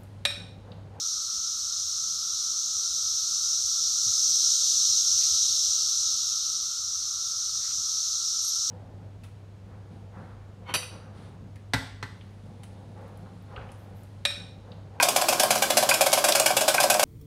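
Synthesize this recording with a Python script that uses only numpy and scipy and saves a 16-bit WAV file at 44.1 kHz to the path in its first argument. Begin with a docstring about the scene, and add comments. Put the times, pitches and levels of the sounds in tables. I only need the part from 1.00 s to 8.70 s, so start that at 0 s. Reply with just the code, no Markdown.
"""Cicadas sing in a wood over far rumble, fuzzy hums and leaves; a larger kind holds a low drone throughout.
The shrill crowd, made of dense clicks ringing through spectral bands, swells to its loudest at 3.5 s; meanwhile
one drone caller stands out, and at 3.1 s a sagging sine thumps close by with a rustle of filtered grains.
More rustles come at 4.2 s, the shrill crowd sinks until 5.9 s and then grows again, and rustles and a thump
return from 6.6 s; decaying sine modes give a small metal tinkle from 7.4 s."""
import sys
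import numpy as np
from scipy import signal
from scipy.fft import rfft, irfft, next_fast_len
from scipy.io import wavfile
from scipy.ndimage import uniform_filter1d

SR = 44100
rng = np.random.default_rng(int(sys.argv[2]) if len(sys.argv) > 2 else 0)


def wav_out(sig):
    """Save sig, one row per channel (or a flat mono array), as 16-bit PCM at SR to the path in sys.argv[1]."""
    wavfile.write(sys.argv[1], SR, np.round(np.clip(np.atleast_2d(sig).T, -1, 1) * 32767).astype(np.int16))


N = 339570


def amp(db):
    """Decibels to gain."""
    return 10 ** (np.asarray(db) / 20)


def evened(x):
    """Scales to rms 1."""
    return x / np.sqrt(np.mean(x ** 2) + 1e-20)


def read(points, hz):
    """Reads a spectrum table in dB on a log frequency axis, silent (-120 dB) outside it."""
    f, value = np.transpose(points)
    return np.interp(np.log(hz + 1), np.log(f + 1), value, left=-120, right=-120)


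def level_curve(points):
    """Draws straight lines between (t/s, level/dB) points, one value a sample."""
    s, level_db = np.transpose(points)
    return np.interp(np.arange(N) / SR, s, level_db)


def bell(centre_hz, width_hz):
    """A bell-shaped spectrum, down to 1/e in magnitude at width_hz from its centre."""
    return lambda f: np.exp(-((f - centre_hz) / width_hz) ** 2)


def add(mix, s, sound):
    """Mixes a sound in at time s."""
    part = mix[round(s * SR):][:len(sound)]
    part += sound[:len(part)]


def wander(low_hz, top_hz):
    """Slow random motion of rms 1: sines of random phase at rates about low_hz to top_hz."""
    t = np.arange(0, N + 256, 256) / SR
    hz = np.geomspace(low_hz, top_hz, 30) * rng.uniform(.9, 1.1, 30)
    sines = np.sin(2 * np.pi * (hz * t[:, None] + rng.random(30)))
    slow = sines @ hz ** -.3  # slower sines weigh more
    return np.interp(np.arange(N) / SR, t, evened(slow))


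def patchy(gain, patchy_db, bins, frames):
    """Random short-time spectra with drifting louder and softer patches; gain maps Hz to magnitude."""
    real, imag, patches = rng.standard_normal((N // 1024 + 5, 2049, 3)).T
    patches = uniform_filter1d(patches, bins, 0)
    patches = evened(uniform_filter1d(patches, frames, 1))
    shape = gain(np.fft.rfftfreq(4096, 1 / SR))[:, None]
    spectra = (real + 1j * imag) * shape * amp(patchy_db * patches)
    return evened(signal.istft(spectra, nperseg=4096, noverlap=3072)[1][:N])


def crowds(tone, clicks_per_s, flutter_db, flutter_hz, count):
    """Groups of callers from low to high pitch: dense uneven clicks ring each group's own part of the tone."""
    size = next_fast_len(N)
    hz = np.fft.rfftfreq(size, 1 / SR)
    centres = np.geomspace(tone[0][0], tone[-1][0], count)
    place = np.log((hz + 1) / centres[0]) / np.log(centres[1] / centres[0])
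    tone_gain = amp(read(tone, hz))
    groups = []
    for k in range(count):
        clicks = rng.standard_normal(N) * (rng.random(N) < clicks_per_s / SR)
        share = np.cos(np.pi / 4 * np.clip(place - k, -2, 2))  # neighbouring groups overlap
        rung = irfft(rfft(clicks, size) * share * tone_gain, size)[:N]
        groups.append(rung * amp(flutter_db * wander(0.98, flutter_hz)))  # each group's loudness flutters
    groups = np.array(groups)
    return centres, groups / np.sqrt(np.mean(groups.sum(0) ** 2))


def rumble():
    """Far rumble: lumpy low noise that wavers quickly over a slower level curve."""
    # spectrum: f/Hz, relative level/dB
    rumble_tone = [(20, -30), (35, -28), (44, -11), (56, 3.5), (70, -5.5), (89, 4), (103, -3.5),
                   (118, -2.5), (150, -14.5), (190, -19), (260, -42)]
    # slow course: t/s, level/dB
    rumble_levels = [(0, -67), (.75, -59), (1.5, -65.5), (2.6, -60.5), (3.6, -64), (4.5, -60), (5.1, -62),
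                     (6.0, -61), (6.8, -60.5), (7.25, -66), (7.7, -60.5)]
    noise = patchy(lambda hz: amp(read(rumble_tone, hz)), 1.8, bins=3, frames=2)
    waver_db = 2.2 * wander(4, 14)
    return noise * amp(waver_db + level_curve(rumble_levels))


def hums():
    """Fuzzy far hums: narrow bands of patchy noise."""
    # one hum a row: f/Hz, width/Hz, level/dB
    hum_bands = [(206.3, 13.7, -74), (243, 24, -78), (307.5, 20, -78), (373, 11, -83)]
    return sum(amp(db) * patchy(bell(hz, width), 3.9, bins=3, frames=5) for hz, width, db in hum_bands)


def leaves():
    """Leaves and far air: a steady bed of patchy, shaped noise."""
    # spectrum: f/Hz, relative level/dB
    air_tone = [(120, -2), (200, -3.5), (330, -3.5), (480, -7.5), (590, -0.5), (790, -13), (1000, -10.5),
                (1500, -10), (1900, -8), (2600, -9), (3400, -40)]
    level_db = -67
    return amp(level_db) * patchy(lambda hz: amp(read(air_tone, hz)), 2.5, bins=8, frames=4)


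def thumps():
    """Soft low blows: a decaying sine whose pitch sags, with a partial just under an octave above."""
    # one blow a row: t/s, level/dB before onset and decay, f/Hz (about the starting pitch)
    blows = [(3.06, -42, 126), (6.775, -46, 111)]
    t60_s, onset_s, sag_s = 0.24, 0.0034, 0.028
    out, t = np.zeros(N), np.arange(SR // 3) / SR
    for s, db, hz in blows:
        pitch_hz = hz * (.7 + 0.305 * np.exp(-t / sag_s))
        turn = 2 * np.pi * np.cumsum(pitch_hz) / SR
        body = np.sin(turn) + 0.38 * np.sin(1.95 * turn)
        add(out, s, amp(db - 60 * t / t60_s) * (1 - np.exp(-t / onset_s)) * body)
    return out


def rustles():
    """Brief brushes of grass or cloth: fine grains under a rise and fall, each with its own brightness."""
    # one brush a row: t/s of the peak, peak level/dB, fall/s, centre f/Hz
    brushes = [(3.09, -63.5, 0.18, 2000), (4.232, -50.5, 0.058, 2600), (4.29, -62.5, .025, 800),
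               (6.6, -67, .015, 900), (6.65, -55.5, .045, 1740), (6.719, -56, 0.016, 2900),
               (6.8, -66, .05, 900)]
    rise_s, width_octaves = .036, 0.66
    out, t = np.zeros(N), np.arange(-SR // 8, SR // 2) / SR
    hz = np.fft.rfftfreq(len(t), 1 / SR)
    for s, db, fall, centre_hz in brushes:
        grains = rng.standard_normal(len(t)) * (rng.random(len(t)) < 6000 / SR)
        band = np.exp(-(np.log2((hz + 1) / centre_hz) / width_octaves) ** 2)
        hiss = evened(irfft(rfft(grains) * band, len(t)))
        envelope = np.exp(-np.where(t < 0, (t / rise_s) ** 2, t / fall))
        add(out, s + t[0], amp(db) * hiss * envelope)
    return out


def tinkle():
    """Small metal pieces touch: a slow rub wakes mostly the main mode, sharper blows all of them."""
    # one touch a row: t/s, blow level/dB, rise/s, side modes' added level/dB
    touches = [(7.422, -51, .002, -10), (7.446, -48.5, .001, 2), (7.47, -35.5, .016, -20),
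               (7.553, -59, .001, 9)]
    # ringing modes of the metal, main one first: f/Hz, relative level/dB, t60/s
    modes = [(11602, 8, .11), (9080, 6, .15), (8455, 5, .08), (10950, -5, .08), (14600, -5, .02)]
    out, t, phases = np.zeros(N), np.arange(SR // 5) / SR, rng.random(len(modes))
    for s, blow_db, rise, side_db in touches:
        onset = 1 - np.exp(-(t / rise) ** 2)
        clock = t + round(s * SR) / SR  # each mode keeps its phase from touch to touch
        for k, (hz, db, t60) in enumerate(modes):
            mode_db = blow_db + db + (side_db if k else 0)
            ring = np.sin(2 * np.pi * (hz * clock + phases[k]))
            add(out, s, amp(mode_db - 60 * t / t60) * ring * onset)
    return out


def drone():
    """The low chorus of ringing clicks at a held level, with one nearer caller standing out for a while."""
    # spectrum of the chorus: f/Hz, relative level/dB
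    drone_tone = [(560, -32), (950, -21), (1010, -20.5), (1200, -3), (1320, 4), (1390, 0.5), (1480, -13),
                  (1570, -17), (1800, -32.5), (2340, -71), (3960, -120)]
    # the nearer caller: start t/s, end t/s, f/Hz, width/Hz, level/dB
    soloist = (1.5, 3.6, 1395, 14, -65)
    chorus_db, fade_s = -53.5, .15
    start, end, hz, width, db = soloist
    t = np.arange(N) / SR
    fade = np.clip(np.minimum(t - start, end - t) / fade_s, 0, 1)
    solo = amp(db) * patchy(bell(hz, width), 1.5, bins=3, frames=6) * fade
    _, groups = crowds(drone_tone, 6000, 1.47, 9, count=16)
    return groups.sum(0) * amp(chorus_db) + solo


def shrill():
    """The swelling chorus of ringing clicks; its low callers join late and leave late."""
    # swell of the chorus: t/s, level/dB
    swell = [(0.0, -30), (0.06, -29.5), (0.3, -30.5), (1.59, -29), (2.81, -25.5), (3.5, -21), (4.48, -22.5),
             (5.86, -31), (7.7, -27)]
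    # spectrum of the chorus: f/Hz, relative level/dB
    shrill_tone = [(2350, -46), (3800, -12.5), (4300, -10), (4850, -13), (5150, -5.5), (5900, 0),
                   (6700, -7.5), (7600, -19), (8400, -19.5), (10250, -34), (11700, -29.5), (12700, -32.5),
                   (13800, -41.5), (15800, -45)]
    low_callers_below_hz = 5430
    linger_db_per_octave = 0.29  # for each dB a second that the swell falls; a cut while it rises
    level_db = level_curve(swell)
    fall_db_per_s = -uniform_filter1d(np.gradient(level_db) * SR, SR // 2)
    centres, groups = crowds(shrill_tone, 20000, 0.85, 20, count=32)
    octaves_below = np.maximum(np.log2(low_callers_below_hz / centres), 0)[:, None]
    lingering = amp(linger_db_per_octave * octaves_below * fall_db_per_s)
    return (groups * lingering).sum(0) * amp(level_db)


def scene():
    """Everything as one microphone hears it."""
    background = rumble() + hums() + leaves()
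    close_by = thumps() + rustles() + tinkle()
    return (background + close_by + drone() + shrill())[None]


def record(dry):
    """A slow gain control leans against the swell; then a bass cut and a treble limit."""
    duck_from_db, duck_share, duck_s = -27.5, 0.17, 0.2
    low_cut_hz, treble_edge_hz = 27, 15340
    power = uniform_filter1d(dry ** 2, int(duck_s * SR))
    power_db = 10 * np.log10(abs(power) + 1e-12)
    ducked = dry / amp(duck_share * np.maximum(power_db - duck_from_db, 0))
    bass_cut = signal.butter(2, low_cut_hz, "high", fs=SR, output="sos")
    treble_limit = signal.firwin(2047, treble_edge_hz, window=("kaiser", 9), fs=SR)
    return signal.oaconvolve(signal.sosfilt(bass_cut, ducked), treble_limit[None], "same")


dry = scene()
out = record(dry)
wav_out(out)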